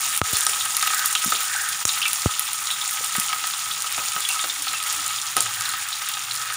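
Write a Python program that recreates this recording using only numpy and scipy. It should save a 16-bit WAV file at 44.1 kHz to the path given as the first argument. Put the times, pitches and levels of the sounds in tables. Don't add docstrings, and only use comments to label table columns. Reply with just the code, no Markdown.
import sys
import numpy as np
from scipy import signal
from scipy.fft import rfft, irfft
from scipy.io import wavfile
from scipy.ndimage import uniform_filter1d, minimum_filter1d

SR = 44100
rng = np.random.default_rng(int(sys.argv[2]) if len(sys.argv) > 2 else 0)


def inscribe(sig):
    pcm = np.round(np.clip(np.atleast_2d(sig).T, -1, 1) * 32767)
    wavfile.write(sys.argv[1], SR, pcm.astype(np.int16))


N = 289296
TIME = np.arange(N) / SR

# (frequency [Hz], level [dB], t60 [s])
PAN_MODES = [(760, -9, .09), (828, -6, .05), (979, -9, .06), (1150, -9, .05), (1270, -3, .08),
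             (1502, -13, .08), (1591, -8, .14), (1814, -7, .07), (1965, -7, .07), (2221, -11, .09),
             (2519, -9, .05), (2783, -10, .06)]


def from_db(db):
    return 10 ** (np.asarray(db) / 20)


def unit_rms(x):
    return x / np.sqrt(np.mean(x ** 2) + 1e-20)


def at_hz(spectrum, hz):
    knots_hz, knots_db = np.array(spectrum).T
    return np.interp(np.log(hz), np.log(knots_hz), knots_db)


def band(x, low_hz, high_hz, order=2):
    edges_hz = np.clip([low_hz, high_hz], 10, [.44 * SR, .45 * SR])
    return signal.sosfilt(signal.butter(order, edges_hz, "band", fs=SR, output="sos"), x)


def decay(t60_s, length_s):
    return from_db(-60 * TIME[:int(length_s * SR)] / t60_s)


def swell(peak_s, sigma_s):
    return np.exp(-.5 * ((TIME - peak_s) / sigma_s) ** 2)


def puff(t60_s):
    fade = decay(t60_s, .5)
    return fade * rng.standard_normal(len(fade))


def linger(power, tau_s):
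    held = signal.lfilter([1], [1, -np.exp(-1 / (tau_s * SR))], power + 1e-18)
    return held / held.mean()


def scaled(sound, db, held_s=.01):
    return from_db(db) * sound * np.sqrt(held_s * SR / np.sum(sound ** 2))


def add(out, start_s, sound):
    at = int(round(start_s * SR))
    out[at:at + len(sound)] += sound[:N - at]


def scattered(level_db, spread_db, centre_hz, spread_oct, count):
    when, size, pitch = rng.random((count, 3)).T
    at = (when * N).astype(int)
    db = level_db[at] + spread_db * (2 * size - 1)
    hz = centre_hz * 2 ** (spread_oct * (2 * pitch - 1))
    return list(zip(at / SR, db, hz))


def echoed(sound, wall_t60_s=.045, wall_db=-8, room_t60_s=.3, room_db=-10):
    wall = scaled(puff(wall_t60_s), wall_db, 1 / SR)
    room = scaled(puff(room_t60_s), room_db, 1 / SR)
    gap = np.zeros(int(.001 * SR))
    return sound + signal.fftconvolve(sound, np.concatenate([gap, wall + room]))[:len(sound)]


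def flare_db(attack_s=.01, release_s=.25):
    # (time [s], strength [dB])
    flares = [(0.0, 2.5), (.33, 3), (.83, 3), (1.03, 1.5), (1.25, 2.0), (1.87, 1.5), (2.92, 2), (3.15, 2.5),
              (3.98, 2), (4.28, 2.0), (4.85, 3.0), (5.36, 3)]
    ages = [(np.maximum(TIME - s, 0), db) for s, db in flares]
    return sum(db * (1 - np.exp(-age / attack_s)) * np.exp(-age / release_s) for age, db in ages)


def bubbling_db(start_db=-26.5, sag_db_per_s=.21, flare_gain=1.26):
    return start_db - sag_db_per_s * TIME + flare_gain * flare_db()


def fizz_db(start_db=-25.5, sag_db_per_s=.85):
    return start_db - sag_db_per_s * TIME + flare_db()


def rumble(start_db=-54, sag_db_per_s=.55, flare_gain=.59, waver_db=2.5, waver_per_s=7):
    # (frequency [Hz], relative density [dB])
    spectrum = [(25, -12), (50, -20), (80, -0.5), (115, 0), (180, -1), (245, -14), (305, -4), (375, -13.5),
                (460, -4), (650, -6), (1000, -14)]
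    colour = from_db(at_hz(spectrum, np.fft.rfftfreq(N, 1 / SR) + 1))
    edges_hz = np.geomspace(25, 1600, 7)
    noise = np.zeros(N)
    for low_hz, high_hz in zip(edges_hz, edges_hz[1:]):
        waver = np.interp(TIME * waver_per_s, np.arange(N), rng.standard_normal(N))
        coloured = irfft(rfft(rng.standard_normal(N)) * colour, N)
        noise += from_db(waver_db * waver) * band(coloured, low_hz, high_hz)
    return from_db(start_db - sag_db_per_s * TIME + flare_gain * flare_db()) * unit_rms(noise)


def hums(width_hz=22):
    # (peak time [s], sigma [s], pitch [Hz], level [dB])
    tones = [(.34, 0.054, 445, -50.5), (4.627, .08, 290, -59), (4.994, 0.034, 299, -53.5),
             (5.56, 0.18, 111, -49), (6.35, 0.19, 122, -54)]
    out = np.zeros(N)
    for peak_s, sigma_s, hz, db in tones:
        tone = unit_rms(band(rng.standard_normal(N), hz - width_hz / 2, hz + width_hz / 2))
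        out += from_db(db) * swell(peak_s, sigma_s) * tone
    return out


def swishes(low_hz=1450, high_hz=1920, gain_db=-7.5):
    # (peak time [s], sigma [s], level [dB])
    swells = [(0.43, 0.069, -29.5), (0.994, 0.079, -26), (1.61, 0.092, -25), (5.696, 0.14, -32),
              (6.507, 0.1, -32.5)]
    envelope = sum(from_db(db + gain_db) * swell(peak_s, sigma_s) for peak_s, sigma_s, db in swells)
    return envelope * unit_rms(band(rng.standard_normal(N), low_hz, high_hz, order=5))


def bumps(t60_s=.032, gain_db=6):
    # (time [s], level [dB], pitch [Hz])
    thuds = [(1.26, -27, 215), (1.277, -29.5, 217), (3.008, -39, 500), (3.182, -25, 202), (3.982, -40, 169),
             (4.162, -40, 180)]
    out = np.zeros(N)
    fade = decay(t60_s, .2)
    for s, db, hz in thuds:
        add(out, s, from_db(db + gain_db) * fade * np.sin(2 * np.pi * hz * TIME[:len(fade)]))
    return band(out, 120, 740)


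def oil_drops(swing_db=5.5, swing_hz=92, swing_q=1.6):
    # (time [s], push level [dB], contact time [s])
    impacts = [(.216, 15, .00007), (.3324, -20, .0003), (1.853, -7, .00012), (2.2596, -5, .00033)]
    push = np.zeros(N)
    for s, db, contact_s in impacts:
        age = TIME[:int(.02 * SR)] / contact_s
        add(push, s, from_db(db) * age * np.exp(1 - age))
    w = 2 * np.pi * swing_hz
    b, a = signal.bilinear([w / swing_q, w * w], [1, w / swing_q, w * w], SR)
    swing = from_db(swing_db) * signal.lfilter(b, a, push)
    return band(push - swing, 60, 12000)


def ticks(per_s=24, gain_db=15.5, spread_db=2.5):
    sizes = from_db(gain_db + spread_db * np.minimum(rng.exponential(1, N), 3))
    signs = rng.choice([-1, 1], N)
    fired = rng.random(N) < per_s / SR
    clicks = sizes * signs * fired * from_db(fizz_db())
    return band(clicks + 1e-18, 6000, 14000, order=1)


def plops(ring_db=-9.5, damping=1.53, knock_db=-1.5, knock_hz=720, snap_db=-8):
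    # (time [s], ring and snap [dB], knock and splash [dB])
    slaps = [(0.465, -13, -42), (.827, -18.5, -59), (.873, -21.5, -54), (0.934, -21, -66),
             (1.153, -19, -52), (1.321, -19, -39.5), (3.151, -18.5, -50), (3.329, -17.5, -58),
             (3.44, -21.5, -62), (3.978, -24, -41), (4.162, -22, -46), (4.44, -22, -42),
             (4.668, -23.5, -73), (5.366, -18.5, -33), (5.46, -28.5, -68), (5.736, -22.5, -62)]
    out, t = np.zeros(N), TIME[:int(.5 * SR)]
    ring = sum(from_db(db) * decay(t60_s / damping, .5) * np.sin(2 * np.pi * hz * t) * (-1) ** k
               for k, (hz, db, t60_s) in enumerate(PAN_MODES))
    knock = decay(t60_s=.02, length_s=.5) * np.sin(2 * np.pi * knock_hz * t)
    lesser_db = bubbling_db() + 2.5
    lesser = [(at / SR, lesser_db[at], -60) for at in rng.integers(0, N, size=7)]
    for s, db, dull_db in slaps + lesser:
        add(out, s, scaled(ring, db + ring_db) + scaled(knock, dull_db + knock_db))
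        snap = band(puff(t60_s=.016), 1450, 4200)
        add(out, s, echoed(scaled(snap, db + snap_db)))
        splash = band(puff(t60_s=.23), 400, 1050, order=1)
        add(out, s, scaled(splash, dull_db, held_s=.07))
    return out


def chirps(snap_db=-6.5, snap_t60_s=.0088, snap_ratio=1.55, sputter_ratio=1.09):
    # (time [s], level [dB], pitch [Hz], t60 [s])
    squeaks = [(.354, -26.5, 3960, .04), (.608, -25.5, 3550, .06), (1.155, -20.5, 3030, .04),
               (1.891, -21.5, 3880, 0.055), (2.017, -23, 2800, .05), (2.027, -21, 3150, 0.11),
               (2.055, -20, 2550, 0.084), (2.67, -29, 3600, .04), (2.704, -22, 3600, 0.19),
               (2.812, -26, 3650, 0.069), (3.712, -28, 3740, 0.064), (3.868, -31, 3050, 0.088),
               (4.25, -26.5, 3400, 0.056), (4.29, -24, 2660, 0.15), (4.393, -26.5, 3540, 0.14),
               (4.497, -26, 3570, .04), (4.681, -26.5, 4000, .04), (4.739, -28, 2680, 0.098),
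               (5.654, -30, 3800, 0.036), (5.928, -27.5, 3980, .05), (6.31, -25.5, 4120, 0.031)]
    out = np.zeros(N)
    lesser = scattered(bubbling_db() - 5.5, spread_db=1, centre_hz=3900, spread_oct=.18, count=6)
    for s, db, hz, t60_s in squeaks + [(*row, .04) for row in lesser]:
        snap = band(puff(snap_t60_s), hz / snap_ratio, hz * snap_ratio)
        sputter = band(puff(t60_s), hz / sputter_ratio, hz * sputter_ratio)
        add(out, s, echoed(scaled(snap, db + snap_db) + scaled(sputter, db)))
    return out


def cracks(snap_t60_s=.0031, spray_t60_s=.03, spray_db=-25.5, edge_ratio=1.48, gain_db=-1.5):
    # (time [s], level [dB], pitch [Hz])
    bursts = [(.176, -18.5, 9550), (0.333, -20.5, 11700), (0.408, -16.5, 7800), (.467, -8.5, 5150),
              (.654, -22, 9900), (.768, -15.5, 10100), (.826, -18.5, 4960), (0.872, -21, 11000),
              (1.059, -15, 10200), (1.152, -11, 4040), (1.247, -20.5, 11100), (1.853, -5, 7040),
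              (2.132, -17.5, 9800), (2.395, -16, 10700), (2.532, -21.5, 9150), (2.938, -26, 13000),
              (3.199, -17.5, 11000), (3.822, -21.5, 7900), (3.925, -23, 7400), (4.289, -19.5, 9300),
              (5.367, -15, 7600), (5.406, -13.5, 8200), (5.609, -20.5, 4570), (6.088, -22.5, 12400)]
    out = np.zeros(N)
    lesser = scattered(fizz_db() + 4, spread_db=.5, centre_hz=8600, spread_oct=.5, count=26)
    for s, db, hz in bursts + lesser:
        burst = puff(snap_t60_s) + from_db(spray_db) * puff(spray_t60_s)
        burst = band(burst, hz / edge_ratio, hz * edge_ratio, order=1)
        burst = band(burst, 600, 13000)
        add(out, s, echoed(scaled(burst, db + gain_db, held_s=.004)))
    return out


def sizzle(per_s=1400, spread_db=3, burst_s=.00072, echo_s=.009, width_oct=.37, hiss_power=.54,
           gain_db=4):
    # (frequency [Hz], relative density [dB])
    spectrum = [(750, -9), (1050, -10), (1400, -7), (2100, -5), (3000, -3), (3800, 0), (4700, -7.5),
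                (6500, 0), (9300, -4), (11500, -12), (13500, -14), (16000, -10.5)]
    born = np.flatnonzero(rng.random(N) < per_s / SR)
    power = from_db(spread_db * np.minimum(rng.exponential(1, N), 4.76))[born] ** 2
    pitch_oct = rng.uniform(np.log2(600), np.log2(20000), N)[born]
    coarse_db, fine_db = bubbling_db(), fizz_db()
    edges_hz = np.geomspace(720, 17000, 16)
    out = np.zeros(N)
    for low_hz, high_hz in zip(edges_hz, edges_hz[1:]):
        hz = np.sqrt(low_hz * high_hz)
        in_band = np.exp(-.5 * ((pitch_oct - np.log2(hz)) / width_oct) ** 2)
        bursts = np.bincount(born, power * in_band, N)
        envelope = np.sqrt(hiss_power + linger(bursts, burst_s) + linger(bursts, echo_s))
        noise = band(unit_rms(envelope * rng.standard_normal(N)), low_hz, high_hz)
        fizz_share = np.clip(np.log2(hz / 4000), 0, 1)
        level_db = coarse_db + fizz_share * (fine_db - coarse_db)
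        out += from_db(level_db + at_hz(spectrum, hz) + gain_db) * noise
    return band(out, 660, 19000, order=4)


def in_pan(x, ring_db=5):
    out = x
    for hz, db, t60_s in PAN_MODES:
        q = np.pi * hz * t60_s / np.log(1000)
        b, a = signal.iirpeak(hz, q, fs=SR)
        out = out + from_db(db + ring_db) * signal.lfilter(b, a, x)
    return out


def mic_port(x):
    # (centre [Hz], width [Hz], gain [dB])
    resonances = [(1285, 193, 12), (6900, 3100, 2.5), (6250, 187, -10.5), (8030, 250, -8.5),
                  (9280, 1430, 5), (15300, 290, 1), (15070, 310, 13.5)]
    for hz, width_hz, db in resonances:
        half_width, lift = np.tan(np.pi * width_hz / SR), from_db(db / 2)
        tuning = -2 * np.cos(2 * np.pi * hz / SR)
        b = [1 + half_width * lift, tuning, 1 - half_width * lift]
        a = [1 + half_width / lift, tuning, 1 - half_width / lift]
        x = signal.lfilter(b, a, x)
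    return x


def limiter(x, hold_s=.036, slide_s=.012):
    cut_db = np.minimum(0, -20 * np.log10(np.abs(x) + 1e-9))
    held_db = minimum_filter1d(cut_db, int(hold_s * SR))
    return x * from_db(uniform_filter1d(held_db, int(slide_s * SR)))


def scene():
    frying = in_pan(sizzle() + swishes()) + ticks() + cracks() + chirps() + plops()
    return (frying + rumble() + hums() + bumps() + oil_drops())[None]


def record(dry, cutoff_hz=15600):
    low_pass = signal.ellip(10, .2, 70, cutoff_hz, fs=SR, output="sos")
    return signal.sosfilt(low_pass, limiter(mic_port(dry)))


dry = scene()
out = record(dry)
inscribe(out)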